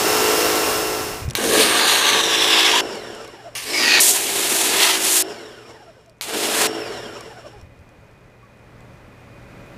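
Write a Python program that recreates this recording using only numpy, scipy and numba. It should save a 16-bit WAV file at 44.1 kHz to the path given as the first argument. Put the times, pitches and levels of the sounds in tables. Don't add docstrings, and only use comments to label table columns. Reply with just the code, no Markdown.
import sys
import numpy as np
from scipy import signal
from scipy.fft import rfft, irfft
from scipy.io import wavfile
from scipy.ndimage import uniform_filter1d, map_coordinates
from numba import njit

SR = 44100
rng = np.random.default_rng(int(sys.argv[2]) if len(sys.argv) > 2 else 0)


def magnitude_from_level(level_db):
    exponent = np.asarray(level_db, float) / 20
    return 10 ** exponent


def digitize_waveform(pressure):
    field = np.atleast_2d(pressure).T
    bounded = np.clip(field, -1, 1)
    quanta = np.round(bounded * 32767).astype(np.int16)
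    wavfile.write(sys.argv[1], SR, quanta)


N = 430857
T = np.arange(N) / SR

# pitch_hz, width_hz, relative_db
CASING = [(243.7, 66, -8.5), (337, 19, -1.5), (432.4, 42, 1.5), (581, 37, -2.5), (700, 112, -7),
          (966, 160, -7.5), (1460, 200, -16.5), (1990, 140, -26), (2774, 190, -14), (5460, 190, -13),
          (7240, 820, -23), (11030, 740, -42)]
# multiple of the tooth rate, relative_db
GEAR_TONES = [(1, 1), (2, .5), (3, -8), (4, -9), (5, -11), (6, -15)]
# pitch_hz, width_hz, relative_db
GEAR_PANELS = [(600, 100, -2), (2790, 200, -9), (5400, 260, -6)]
# pitch_hz, width_hz, relative_db
HUM_PANEL = [(432, 22, 11)]
WASH_STROKES = [-39, -33, -33, -29, -34, -36, -41, -41, -36, -36, -44, -41, -40, -48, -38, -39, -41]
LOAD_STROKES = [-6, 0, 0, -11, -9, -6, -9, -3, -4, -11, -5]
# pitch_hz, relative_db
WASH_WHINE = [(1340, -30.5), (2686, -35.5), (2789, -34.5), (5313, -31)]
# pitch_hz, relative_db (per Hz)
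WASH_SPRAY = [(35, -50), (60, -15), (160, -17), (400, -2.5), (591, -6.5), (1360, -7.5), (2360, -11.5),
              (3750, -14), (5430, -13), (15000, -19)]
# power_on_s, power_off_s, whirr_db, load_hum_db
RUNS = [(1.376, 2.87, -31, -38.5), (3.635, 5.283, -35.5, -42), (6.247, 6.8, -29.5, -42)]
RUN_SPEED = [1, 1, .975]
# after_start_s, strokes_hz
SPIN_UP = [(0, 32), (.09, 52), (.27, 52.5), (.43, 56.3), (.57, 56.9), (.74, 56.7), (.9, 55.7), (1.4, 54.6),
           (1.65, 54.3)]
# start_s, end_s, echo strength (0-1), splash_db (against the underwater part of the jet)
JET_STAGES = [(1.351, 2.809, .62, -6), (3.551, 4.002, .55, -9), (4.002, 5.224, .15, -5),
              (6.211, 6.671, .1, -4)]
# time_s, jet_db, share spraying in air (0-1), churning (about 1 is full)
LANCE = [
    [(1.376, -22, 0.53, 0), (1.385, -27.5, 0.44, 0.9), (1.47, -22.5, 0.7, 0.6), (1.6, -15.5, 0.43, 1.1),
     (1.76, -18, 0.12, 0.6), (1.9, -15.5, 0.25, 0.15), (2.2, -17.5, 0.09, 0.1), (2.23, -21.5, 0.1, 0),
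     (2.5, -17.5, 0.11, 0), (2.8, -17, 0.03, 0.03)],
    [(3.56, -27.5, 0.47, 0), (3.62, -32.5, 0.47, 0.07), (3.75, -25, 0.2, 0.1), (3.81, -23.5, 0.16, 0.38),
     (3.98, -19, 0.02, 0.47)],
    [(4.01, -10.5, 0.94, 0.04), (4.12, -12.5, 0.99, 0.06), (4.18, -20.5, 0.8, 0.14),
     (4.26, -22.5, 0.67, 0.33), (4.57, -17.5, 0.73, 0.3), (4.74, -17.5, 0.5, 0.6), (4.85, -13.5, 0.41, 0.2),
     (4.98, -20, 0.26, 0.27), (5.03, -17, 0.82, 0), (5.08, -17.5, 0.78, 0.24), (5.16, -13, 0.9, 0.14),
     (5.22, -16.5, 0.91, 0.01)],
    [(6.22, -26, 0.56, 0.05), (6.27, -31, 0.48, 0.19), (6.44, -23.5, 0.53, 0.1), (6.66, -17.5, 0.39, 0.5)],
]
# time_s, path_cm
DETOUR = [(1.35, 13.6), (1.7, 13), (2.05, 13.6), (2.3, 15.4), (2.6, 16.3), (2.81, 16.5), (3.55, 8.6),
          (3.72, 9.9), (3.82, 11.7), (4.0, 13.2), (4.02, 7), (4.75, 7), (4.95, 8.3), (5.22, 6.5)]
# pitch_hz, width_hz, relative_db
BUCKET = [(978, 370, -0.5), (1139, 53, 13), (1590, 178, 8.5), (1764, 250, 6), (2260, 45, 4.5),
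          (2670, 49, 1), (2770, 380, 1.5)]
# start_s, end_s, from_hz, to_hz, level_db
POCKETS = [(1.46, 1.83, 9900, 8000, -23), (1.41, 1.71, 458, 420, -21), (1.8, 1.9, 1670, 1660, -30),
           (1.52, 2.08, 1234, 1140, -27.5), (1.8, 2.6, 6700, 4850, -27), (2.05, 2.92, 3700, 3180, -25),
           (2.6, 2.9, 5000, 6000, -26.5), (3.68, 4.02, 5300, 3800, -22), (3.72, 3.87, 2280, 2250, -23.5),
           (3.777, 4.08, 1940, 1850, -17.5), (3.814, 4.08, 2720, 2240, -17.5),
           (4.784, 4.97, 2150, 2030, -23), (4.764, 4.95, 3500, 3100, -30), (4.66, 4.82, 445, 415, -27)]
# start_s, level_db
SNAPS = [(1.3525, 1.5), (3.552, -16.5), (4.0037, -8), (6.2114, -9)]
# start_s, level_db, pitch_hz
GULPS = [(2.735, -14, 937), (2.76, -15, 1010), (8.43, -44, 1130)]
# start_s, level_db, pitch_hz
TICKS = [(1.288, -32, 5270), (1.3, -28, 9000), (1.308, -24, 5750), (1.334, -33, 7960), (2.955, -34, 9500),
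         (3.1496, -35, 11000), (3.2469, -36, 10500), (3.277, -40, 3900), (6.0605, -50, 6360),
         (6.096, -48, 4630), (7.2083, -32, 5460), (7.613, -46, 5600), (8.8059, -47.5, 7870)]
# start_s, level_db, pitch_hz
KNOCKS = [(1.219, -22, 95.5), (1.251, -18, 75), (1.28, -14.5, 126), (7.561, -39, 57), (7.627, -31, 83.5),
          (7.794, -35, 84.5)]
# pitch_hz, relative_db (per Hz)
YARD = [(15, -39), (25, -6), (121, -3.5), (354, -10), (573, -10), (709, -14.5), (1120, -17), (2180, -20.5),
        (2430, -23.5), (3090, -29), (15000, -46)]
# pitch_hz, width_hz, relative_db
YARD_DRONES = [(567, 7, -14), (1070, 30, -25.5), (2014, 25, -21), (2462, 35, -15)]
# time_s, level_db
YARD_LEVEL = [(0, -44.5), (1.3, -36.5), (1.9, -46.5), (3.5, -52), (6.099, -55.5), (7.0, -47), (8.2, -49.5),
              (9.2, -44.5), (9.77, -41.5)]

WASH_STROKE_HZ = 53.83
WASH_DB, WASH_SWELL_DB = -15.5, -1.5
FADE_FROM_S, FADE_TO_S, FADE_POWER = 0.28, 1.289, 0.78
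TEETH = 49.9
COAST_S = .55
BITE_S = 0.093
STALL, STALL_RAMP = 0.081, 0.034
CHURN_DB, SLOSH_DB = -22.5, -30.5
POCKET_Q = 12.
HUM_HZ, HUM_DB = 117.8, -4.5


@njit
def svf(x, hz, width):
    y, b, l = np.empty(len(x)), 0., 0.
    for i in range(len(x)):
        g, k = np.tan(np.pi * hz[i] / SR), width / hz[i]
        v = (b + g * (x[i] - l)) / (1 + g * (g + k))
        b, l, y[i] = 2 * v - b, l + 2 * g * v, k * v
    return y


def band(x, lo_hz, hi_hz):
    return signal.sosfilt(signal.butter(2, [lo_hz, hi_hz], "bandpass", fs=SR, output="sos"), x)


def rings(x, modes):
    out = 0
    for k, (hz, width, db) in enumerate(modes):
        out = out + (-1) ** k * magnitude_from_level(db) * signal.lfilter(*signal.iirpeak(hz, hz / width, SR), x)
    return out


def unit(x):
    return x / np.std(x)


def walk(rate):
    k = int(SR / rate)
    held = np.repeat(rng.standard_normal(N // k + 1), k)
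    return 1.51 * uniform_filter1d(uniform_filter1d(held, k), k)[:N]


def coloured(spectrum):
    hz, db = np.transpose(spectrum)
    f = np.arange(N // 2 + 1) * SR / N + 1
    shape = magnitude_from_level(np.interp(np.log(f), np.log(hz), db))
    return unit(irfft(rfft(rng.standard_normal(N)) * shape, N))


def droplets(spread_db):
    return rng.standard_normal(N) * magnitude_from_level(spread_db * np.minimum(rng.exponential(size=N), 6))


def pump(hz, scatter_db):
    turns = np.cumsum(hz) / SR
    whole = turns.astype(int)
    size = magnitude_from_level(scatter_db * rng.standard_normal(N // 200))
    one_blow = rings(signal.unit_impulse(SR), CASING)
    blows = rings(np.diff(whole, prepend=0) * size[whole], CASING)
    return turns, blows / np.sqrt(WASH_STROKE_HZ * np.mean(one_blow ** 2))


def strokes(turns, levels_db):
    out = np.zeros(N)
    for k, db in enumerate(levels_db):
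        tone = np.sin(2 * np.pi * ((5 + k) * turns + rng.random()))
        out += np.sqrt(2) * magnitude_from_level(db + 1.5 * walk(8)) * tone
    return out


def first_wash():
    left = np.clip((FADE_TO_S - T) / (FADE_TO_S - FADE_FROM_S), 0, 1)
    swell_db = WASH_SWELL_DB * np.clip(1 - T / FADE_FROM_S, 0, 1)
    turns, blows = pump(np.full(N, WASH_STROKE_HZ), 0.27)
    whine = np.zeros(N)
    for hz, db in WASH_WHINE:
        tone = np.sin(2 * np.pi * hz * T + 0.19 * walk(21.5))
        whine += np.sqrt(2) * magnitude_from_level(db + 1.4 * walk(20.4)) * tone
    spray = coloured(WASH_SPRAY) * magnitude_from_level(0.5 * walk(10.2))
    mix = magnitude_from_level(-8) * band(blows, 2000, 9000) + magnitude_from_level(17.5) * strokes(turns, WASH_STROKES)
    mix = mix + magnitude_from_level(14.5) * whine + magnitude_from_level(-2.0) * spray
    return mix * magnitude_from_level(WASH_DB + swell_db) * left ** FADE_POWER


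def motor_runs():
    speed, spin, gain, load = np.zeros((4, N))
    for (on, off, db, load_db), share in zip(RUNS, RUN_SPEED):
        t = T[T >= on]
        here = slice(N - len(t), N)
        bite = np.minimum((t - on) / BITE_S, 1)
        coast = np.maximum(1.15 * np.exp(-np.maximum(t - off, 0) / COAST_S) - .15, 0)
        speed[here] = np.interp(np.minimum(t, off) - on, *np.transpose(SPIN_UP)) * coast * share
        spin[here] = coast
        gain[here] = magnitude_from_level(db) * np.clip((coast - STALL) / STALL_RAMP, 0, 1) * bite
        load[here] = magnitude_from_level(load_db) * (t < off) * bite
    return speed, spin, gain, load


def gear_whine(turns, spin):
    teeth = TEETH * (turns + .1 * (1 - spin) * np.sin(2 * np.pi * turns) / (2 * np.pi))
    gear = np.zeros(N)
    for k, db in GEAR_TONES:
        tone = magnitude_from_level(2 * walk(45)) * np.sin(2 * np.pi * k * teeth + .7 * walk(200))
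        gear += magnitude_from_level(db) * spin ** (.18 * (k - 1)) * tone
    gear *= 1 + (.35 + .6 * (1 - spin) ** 2) * np.cos(2 * np.pi * turns)
    casing = magnitude_from_level(-6.0) * band(band(rings(gear, CASING), 520, 9000), 520, 9000)
    panels = sum(rings(gear, [panel]) for panel in GEAR_PANELS)
    past_casing = .22 * band(gear, 700, 7400)
    return casing - panels + past_casing


def brush_rattle(turns):
    brushes = droplets(1.5) * (4.5 + np.exp(-(turns % 1) / .5))
    in_casing = magnitude_from_level(0.5 + 2.0 * walk(35)) * unit(rings(brushes, CASING))
    direct = magnitude_from_level(-6.0) * unit(band(brushes, 700, 2700))
    fizz = magnitude_from_level(-20.5) * unit(band(droplets(1.13), 5300, 12000))
    return in_casing + direct + fizz


def motor():
    speed, spin, gain, load = motor_runs()
    turns, blows = pump(speed, .2)
    for on, off, *_ in RUNS:
        turns = np.where(T >= on, turns - turns[int(off * SR)], turns)
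    blows = magnitude_from_level(-3.5) * rings(blows, [(348, 100, 6.6), (689, 180, 3.5)])
    hum = load * strokes(turns, LOAD_STROKES)
    whirr = spin ** 1.25 * (blows + brush_rattle(turns)) + spin ** .6 * gear_whine(turns, spin)
    return hum + rings(hum, HUM_PANEL) + gain * whirr


def echo_off_water(direct, mirror):
    path_cm = np.interp(T, *np.transpose(DETOUR))
    lag = SR * path_cm / 34300 * (1 + .02 * walk(20))
    echo = map_coordinates(direct, [np.arange(N) - lag], order=3)
    echo = signal.filtfilt(*signal.butter(1, [2300, 10000], "bandpass", fs=SR), echo)
    return (direct - mirror * echo) / np.sqrt(1 + mirror ** 2)


def jet():
    columns = np.ones((3, N))
    gate, strength, splash_db = np.zeros((3, N))
    for (on, off, *stage), rows in zip(JET_STAGES, LANCE):
        s, *values = np.transpose(rows)
        gate[(T >= on) & (T < off)] = 1
        columns[:, T >= on] = [np.interp(T[T >= on], s, v) for v in values]
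        strength[T >= on], splash_db[T >= on] = stage
    jet_db, in_air, churning = columns
    in_air, churning = np.clip(in_air, 0, 1), np.maximum(churning, 0)
    under = magnitude_from_level(jet_db) * np.sqrt(1 - in_air)
    spit = magnitude_from_level(.8 * walk(70) + .7 * walk(250) + .9 * in_air * walk(18))

    churn = unit(band(band(droplets(2.7), 200, 710), 200, 710))
    churn = churn * churning ** 1.26 * magnitude_from_level(CHURN_DB + 1.1 * walk(40))
    churn = churn + unit(band(droplets(1), 65, 150)) * churning * in_air * magnitude_from_level(-40)

    drops = droplets(2.4)
    ring = 2.4 * strength * unit(rings(drops, BUCKET)) * magnitude_from_level(1.6 * walk(20))
    splash = unit(band(band(drops, 580, 2080), 680, 2160)) + ring
    splash = splash / np.hypot(1, 1.22 * strength) * magnitude_from_level(0.555 * walk(30))
    splash = splash * np.hypot(under * magnitude_from_level(splash_db), churning * magnitude_from_level(SLOSH_DB))

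    roar = unit(band(drops, 2000, 4780)) * under * magnitude_from_level(-1.0 + 1.0 * walk(30))
    air = droplets(0.97)
    hiss = unit(unit(band(air, 3500, 12500)) + .5 * unit(band(air, 5977, 10630)))
    hiss = hiss * np.sqrt(in_air) * magnitude_from_level(jet_db + 0.49 * walk(29))
    mirror = np.clip(strength * (1 - .75 * churning) * (1 + .2 * walk(15)), 0, 1)
    combed = echo_off_water(roar + hiss, mirror)
    gate = signal.lfilter([.02], [1, -.98], gate)
    return gate * spit * (churn + splash + combed + pockets(drops))


def pockets(drops):
    out = np.zeros(N)
    for on, off, from_hz, to_hz, db in POCKETS:
        here = slice(int(on * SR), int(off * SR))
        hz = np.linspace(from_hz, to_hz, here.stop - here.start)
        stage_end = min(end for _, end, *_ in JET_STAGES if end > on)
        ring = unit(svf(drops[here], hz, to_hz / POCKET_Q))
        out[here] += magnitude_from_level(db) * ring * np.sqrt(np.hanning(len(hz))) * (T[here] < stage_end)
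    return out


def blips(events, cycles, noisy):
    out = np.zeros(N)
    for s, db, hz in events:
        start = int(s * SR)
        t = np.arange(min(4000, N - start)) / SR
        ring = np.sin(2 * np.pi * hz * t) + noisy * rng.standard_normal(len(t))
        out[start:start + len(t)] += magnitude_from_level(db) * ring * np.exp(-t * hz / cycles)
    return out


def snaps():
    click = blips([(s, db, 4300) for s, db in SNAPS], 1.7, 0.61)
    return click + blips([(s, db - 19.5, 2300) for s, db in SNAPS], 12.5, 0)


def small_sounds():
    ticks = band(blips(TICKS, 12.0, 1.65), 2500, 9200)
    return ticks + blips(KNOCKS, 1.7, 0.016) + blips(GULPS, 22., .03)


def foam():
    pops = (rng.random(N) < 40 / SR) * magnitude_from_level(4.5 * rng.standard_normal(N)) * (T > 5.3)
    return magnitude_from_level(-44) * band(pops, 3500, 9000)


def yard():
    level_db = np.interp(T, *np.transpose(YARD_LEVEL))
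    traffic = coloured(YARD) * magnitude_from_level(0.9 * walk(2.894))
    drones = sum(magnitude_from_level(db) * unit(rings(rng.standard_normal(N), [(hz, width, 0)]))
                 for hz, width, db in YARD_DRONES)
    hum = np.sqrt(2) * np.sin(2 * np.pi * HUM_HZ * T + 0.86 * walk(4.4))
    hum = hum * magnitude_from_level(HUM_DB + 1.6 * walk(3)) * magnitude_from_level(np.minimum(level_db, -45))
    rumble = magnitude_from_level(-22.5 + 1.5 * walk(5.9)) * unit(band(rng.standard_normal(N), 25, 90))
    return (traffic + drones + rumble) * magnitude_from_level(level_db) + hum


def scene():
    mix = first_wash() + motor() + jet() + snaps() + small_sounds() + foam() + yard()
    return np.array([mix, mix])


def low_pass(x):
    return signal.sosfilt(signal.butter(12, 16130, fs=SR, output="sos"), x)


def record(dry):
    rounded = np.tanh(0.58 * dry) / 0.62
    top = signal.ellip(8, .2, 70, 15100, fs=SR, output="sos")
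    return low_pass(signal.sosfilt(top, rounded))


dry = scene()
out = record(dry)
digitize_waveform(out)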